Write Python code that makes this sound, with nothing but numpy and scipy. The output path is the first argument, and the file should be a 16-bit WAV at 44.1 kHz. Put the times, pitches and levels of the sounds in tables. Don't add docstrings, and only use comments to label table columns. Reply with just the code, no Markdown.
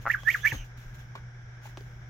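import sys
import numpy as np
from scipy import signal
from scipy.fft import rfft, irfft, next_fast_len
from scipy.io import wavfile
from scipy.ndimage import uniform_filter1d

SR = 44100
rng = np.random.default_rng(int(sys.argv[2]) if len(sys.argv) > 2 else 0)


def ratio_of_db(decibels):
    return 10 ** (np.asarray(decibels, float) / 20)


def wav_out(sig):
    wavfile.write(sys.argv[1], SR, np.round(np.clip(np.atleast_2d(sig).T, -1, 1) * 32767).astype(np.int16))


N = 92169
T = np.arange(N) / SR


def rms_one(x):
    return x / np.sqrt(np.mean(x ** 2) + 1e-20)


def at_hz(points, hz):
    table_hz, values = np.transpose(points)
    return np.interp(np.log(hz), np.log(table_hz), values)


def drift(rate):
    r = np.exp(-2 * np.pi * rate / SR)
    wander = signal.lfilter([1], [1, -2 * r, r * r], rng.standard_normal(N + SR))
    return rms_one(wander[SR:])


def pan(x, left_db):
    left, right = ratio_of_db(left_db / 2), ratio_of_db(-left_db / 2)
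    return np.array([x * left, x * right]) * 2 / (left + right)


def glide(u, first_hz, last_hz, waver_hz=0):
    return 2 * np.pi * np.cumsum(first_hz + (last_hz - first_hz) * u + waver_hz) / SR


# (frequency [Hz], likeness [0 to 1])
ALIKENESS = [(30, .93), (150, 1), (400, 0.81), (900, 0.39), (1600, 0.14), (6000, 0.13), (14000, 0.14)]


def coloured(spectrum):
    size = next_fast_len(N)
    hz = np.maximum(np.arange(size // 2 + 1) * SR / size, 1)
    alike = np.clip(at_hz(ALIKENESS, hz), 0, 1)
    mid, side = rfft(rng.standard_normal((2, size))) * ratio_of_db(at_hz(spectrum, hz))
    mid, side = mid * np.sqrt(1 + alike), side * np.sqrt(1 - alike)
    return rms_one(irfft(np.array([mid + side, mid - side]), size)[:, :N])


# (frequency [Hz], relative level per Hz [dB])
RUMBLE_COLOUR = [(12, -56), (20, -9), (60, -5), (91, -14.5), (102, -8), (123, 5), (150, -12.5), (292, -36),
                 (400, -37), (520, -66), (880, -120)]
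# (frequency [Hz], relative level per Hz [dB])
AIR_COLOUR = [(180, -30.5), (300, -8.5), (404, -6), (454, -23), (485, -3.5), (535, -18), (591, -5.5),
              (664, -11.5), (733, -7.5), (1150, -12.5), (1620, 0.5), (1820, -8.5), (2260, -8), (2660, -22),
              (3360, -17.5), (4440, -30), (5600, -15.5), (8060, -39), (15600, -45.5)]


def background():
    hum_hz, hum_db, hum_waver_db, hum_waver_per_s = 119.9, -46, 1, 14
    rumble_db, rumble_swing_db = -50.5, 2
    air_db, air_swing_db = -55.5, 0.87
    hum_level = np.sqrt(2) * ratio_of_db(hum_db + hum_waver_db * drift(hum_waver_per_s))
    hum = hum_level * np.sin(2 * np.pi * hum_hz * T)
    notch = signal.iirnotch(hum_hz, 2.5, fs=SR)
    rumble = rms_one(signal.lfilter(*notch, coloured(RUMBLE_COLOUR)))
    rumble = rumble * ratio_of_db(rumble_db + rumble_swing_db * drift(3.6))
    return hum + rumble + ratio_of_db(air_db + air_swing_db * drift(15)) * coloured(AIR_COLOUR)


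# (start [s], rise [s], level [dB], 60 dB decay time [s])
STIRS = [(0.001, .02, -55.5, .3), (0.159, .04, -56, 0.66), (0.359, 0.0033, -45.5, 0.45),
         (0.524, 0.0055, -43.5, 0.29), (0.639, 0.009, -61, 0.19), (0.769, 0.0066, -58, 0.94),
         (0.939, 0.0074, -57.5, 0.14), (0.983, 0.012, -61, 0.24), (1.145, 0.0087, -62.5, 0.21),
         (1.612, 0.056, -52.5, 0.093), (1.681, .01, -60.5, 0.3), (1.76, .02, -61.5, 1)]
# (frequency [Hz], relative level per Hz [dB])
STRAW_COLOUR = [(1470, -7.5), (2500, 2.5), (3420, 0), (3720, -1), (4950, -8.5), (6620, 0), (8080, -14.5),
                (10000, -12.5), (15600, -6.5)]


def straw():
    grain_db = 0.5
    level = np.zeros(N)
    for s, rise, db, t60 in STIRS:
        swell = np.clip((T - s) / rise, 0, 1)
        level += ratio_of_db(db - 60 * np.maximum(T - s - rise, 0) / t60) * swell
    return level * ratio_of_db(grain_db * drift(220)) * coloured(STRAW_COLOUR)


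# (start [s], first pulse level [dB], resonance [Hz],
# second pulse relative to first [dB])
THROAT_CLICKS = [(.055, -22, 1044, -41), (.064, -16, 1380, -2.5), (0.0714, -13.5, 1250, -7),
                 (0.0787, -22.5, 1410, 5), (0.084, -48, 1480, -12.5), (.0895, -29, 1490, 4)]


def clicks():
    second_pulse_s, rise_s = 0.00148, 0.00067
    out = np.zeros(N)
    for s, db, hz, second_db in THROAT_CLICKS:
        for start, level_db in ((s, db), (s + second_pulse_s, db + second_db)):
            u = np.clip(T - start, 0, .02)
            swell = (u / rise_s * np.exp(1 - u / rise_s)) ** 3
            out += ratio_of_db(level_db) * swell * np.sin(2 * np.pi * hz * u)
    return pan(out, 0.82)


# (start [s], level before filtering [dB])
STALK_SNAPS = [(0.0732, -29), (0.234, -28), (.947, -46), (1.654, -44), (1.773, -22.5), (1.808, -33)]


def snaps():
    decay_s, low_hz, high_hz, tilt_hz = 0.00062, 400, 7500, 2000
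    level = np.zeros(N)
    for s, db in STALK_SNAPS:
        level += ratio_of_db(db) * (T > s) * np.exp(-np.maximum(T - s, 0) / decay_s)
    crack = level * rng.choice([-1, 1], N)
    crack = signal.lfilter(*signal.butter(1, tilt_hz, fs=SR), crack)
    band = signal.butter(6, [low_hz, high_hz], "band", fs=SR, output="sos")
    return pan(signal.sosfilt(band, crack), .4)


# (time [s], pitch [Hz], voice level before throat filter [dB],
# left over right [dB], breath level before its gain [dB])
FIRST_PEEP = [(0.086, 1515, -83, -11.5, -60), (0.102, 1764, -16, -8.5, -61), (0.112, 1997, -26.5, -1, -54),
              (0.118, 2576, -36, -26, -51), (0.122, 2862, -44.5, -13.5, -69),
              (0.128, 2833, -51.5, 0, -51.5), (0.14, 1853, -28, -10.5, -58.5),
              (0.148, 1592, -21.5, -1.5, -61), (0.154, 1230, -36.5, 6, -62), (0.162, 1139, -48.5, -13, -64)]
SECOND_PEEP = [(0.245, 1554, -55, -2, -67), (0.265, 1759, -35.5, -16, -64), (0.277, 1747, -19.5, -7, -57),
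               (0.291, 1903, -16.5, -6, -49), (0.297, 2106, -31.5, 1, -56.5),
               (0.303, 2155, -20.5, -16, -47.5), (0.311, 2462, -32.5, -2.5, -53),
               (0.321, 3195, -43.5, -18, -55), (0.331, 3195, -45.5, 4, -49), (0.341, 2440, -39.5, -10, -53),
               (0.347, 1801, -19.5, 0, -54), (0.359, 1210, -35.5, 1, -57.5), (0.366, 1191, -60, -26, -74)]
THIRD_PEEP = [(0.428, 1608, -48.5, 10, -81), (0.44, 1714, -36, -19.5, -78), (0.452, 1708, -19, -0.5, -51.5),
              (0.46, 1831, -17, -9.5, -47), (0.468, 2343, -27, -11, -51.5), (0.476, 2273, -20.5, -8, -48.5),
              (0.482, 2726, -48, -15, -45), (0.492, 3155, -39, -9, -51), (0.508, 2995, -51, -9, -51),
              (0.514, 2635, -38.5, -19, -68), (0.52, 1864, -29, 0, -57), (0.526, 1620, -35.5, 0, -56),
              (0.535, 1610, -74, -10, -79)]
HUSKINESS = [-18, -17, -11]
# (frequency [Hz], relative level per Hz [dB])
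BREATH_COLOUR = [(2120, -10), (3600, -11), (5670, -4.5), (6450, -2.5), (8610, -20), (9730, -23),
                 (10700, -33), (11400, -8), (12800, -3.5), (15600, -15.5)]


def peeps():
    flutter_db, overtone_db, breath_gain_db = .8, -33, 6
    smooth_s, gate_s, breath_edge_s = 0.001, 0.0029, 0.02
    break_from_hz, break_full_hz = 2250, 2650
    breath_pan_share = 0.18
    voice, breath = np.zeros((2, N)), np.zeros((2, N))
    flutter, rasp, rasp_turned = drift(120), drift(450), drift(450)
    hiss = coloured(BREATH_COLOUR)
    for contour, husky_db in zip((FIRST_PEEP, SECOND_PEEP, THIRD_PEEP), HUSKINESS):
        s, *columns = np.transpose(contour)
        curves = [uniform_filter1d(np.interp(T, s, c), size=1 + int(smooth_s * SR)) for c in columns]
        hz, db, left_db, breath_db = curves
        inside = np.minimum(T - s[0], s[-1] - T)
        gate = np.clip(inside / gate_s, 0, 1)
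        broken = np.clip((hz - break_from_hz) / (break_full_hz - break_from_hz), ratio_of_db(husky_db), .9)
        phase = 2 * np.pi * np.cumsum(hz) / SR
        clear = np.sqrt(1 - broken ** 2) * np.sin(phase)
        husk = broken * (rasp * np.sin(phase) + rasp_turned * np.cos(phase)) / np.sqrt(2)
        tone = clear + husk + ratio_of_db(overtone_db) * np.sin(2 * phase)
        voice += pan(np.sqrt(2) * gate * ratio_of_db(db + flutter_db * flutter) * tone, left_db)
        breath_edge = np.clip(1 + inside / breath_edge_s, 0, 1) ** 2
        breath += pan(breath_edge * ratio_of_db(breath_db + breath_gain_db), breath_pan_share * left_db) * hiss
    throat = signal.butter(3, [1100, 3370], "band", fs=SR, output="sos")
    return signal.sosfilt(throat, voice), breath


# (start [s], length [s], first pitch [Hz], last pitch [Hz], level [dB])
SOFT_NOTE = (.162, .045, 1470, 1640, -43)


def after_note():
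    s, length, first_hz, last_hz, db = SOFT_NOTE
    u = np.clip((T - s) / length, 0, 1)
    return pan(ratio_of_db(db) * np.sin(np.pi * u) * np.sin(glide(u, first_hz, last_hz)), -3.0)


# (start [s], length [s], first pitch [Hz], last pitch [Hz], level [dB])
FAINT_CALLS = [(0.17, 0.12, 3240, 3370, -59), (0.176, .035, 1100, 1100, -61),
               (0.379, 0.065, 2790, 3660, -55), (0.416, 0.17, 6070, 6340, -54.5),
               (0.544, .09, 6320, 6110, -56.5), (0.556, 0.081, 3085, 2800, -53),
               (0.566, 0.086, 2530, 2350, -58.5)]


def far_calls():
    waver_hz, husk_per_s, clear_share = 40, 140, .1
    out = np.zeros(N)
    waver, husk, husk_turned = drift(45), drift(husk_per_s), drift(husk_per_s)
    for s, length, first_hz, last_hz, db in FAINT_CALLS:
        u = np.clip((T - s) / length, 0, 1)
        phase = glide(u, first_hz, last_hz, waver_hz * waver)
        whistle = (clear_share + husk) * np.sin(phase) + husk_turned * np.cos(phase)
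        out += ratio_of_db(db) * np.sin(np.pi * u) ** 0.36 * whistle
    return pan(out, -7.0)


# (start [s], level [dB], pitch [Hz], 60 dB decay time [s])
STRAW_TAPS = [(.231, -31, 1175, 0.017), (.232, -42, 603, 0.016), (0.522, -25.5, 917, 0.014),
              (.525, -36.5, 460, 0.086), (0.529, -36, 289.4, 0.091), (0.545, -39, 225, 0.089),
              (.6, -48.5, 197, 0.13), (.775, -50, 240, 0.096), (1.01, -43.5, 3260, 0.027),
              (1.152, -29, 1000, 0.045), (1.154, -45.5, 400, 0.063), (1.165, -58, 1100, 0.013),
              (1.174, -38, 1510, 0.037), (1.655, -35.5, 847, .025), (1.672, -39.5, 950, 0.03),
              (1.775, -35.5, 364, 0.036), (1.808, -39, 420, 0.029)]


def taps():
    roughness, noise_db, rise_s = .4, -8, 0.002
    out, rough = np.zeros(N), drift(100)
    dull = signal.butter(2, [300, 2500], "band", fs=SR, output="sos")
    noise = rms_one(signal.sosfilt(dull, rng.standard_normal(N)))
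    for s, db, hz, t60 in STRAW_TAPS:
        u = np.maximum(T - s, 0)
        ring = (1 + roughness * rough) * np.sin(2 * np.pi * hz * u) + ratio_of_db(noise_db) * noise
        out += ratio_of_db(db - 60 * u / t60) * (1 - np.exp(-u / rise_s)) * ring
    return pan(out, -.3)


# (start [s], level [dB], pitch [Hz], rise [s])
LOW_THUDS = [(0.522, -26.5, 120, 0.0083), (0.557, -32.5, 62.6, 0.01), (0.576, -33, 36.2, 0.021),
             (.86, -43, 31.8, 0.019)]


def bump():
    out = np.zeros(N)
    for s, db, hz, rise in LOW_THUDS:
        u = np.maximum(T - s, 0)
        out += ratio_of_db(db) * u / rise * np.exp(1 - u / rise) * np.sin(2 * np.pi * hz * u)
    return pan(out, 1.6)


# (delay [s], left level [dB], right level [dB])
EARLY_ECHOES = [(.0036, -7.5, -45), (.0075, -33, -13.5), (0.0101, -26, -16), (.017, -41.5, -45)]


def shelter(x):
    tail_db, tail_t60_s = -12, 0.18
    size = int(.35 * SR)
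    t = np.arange(size) / SR
    tail = rng.standard_normal((2, size)) * ratio_of_db(-60 * t / tail_t60_s) * (t > .004)
    response = ratio_of_db(tail_db) * rms_one(tail) / np.sqrt(size)
    for delay, left_db, right_db in EARLY_ECHOES:
        response[:, int(delay * SR)] += ratio_of_db(np.array([left_db, right_db]))
    return signal.fftconvolve(x, response, axes=1)[:, :N]


def scene():
    right_lag_samples = 7
    voice, breath = peeps()
    gosling = voice + clicks() + far_calls() + after_note()
    litter, cracks = taps(), snaps()
    rest = background() + straw() + litter + shelter(litter) + bump()
    rest = np.array([rest[0], np.roll(rest[1], right_lag_samples)])
    return gosling + cracks + shelter(gosling + cracks) + breath + rest


def roll_off(x):
    return signal.sosfilt(signal.butter(12, 15770, fs=SR, output="sos"), x)


def record(dry):
    return roll_off(dry)


dry = scene()
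out = record(dry)
wav_out(out)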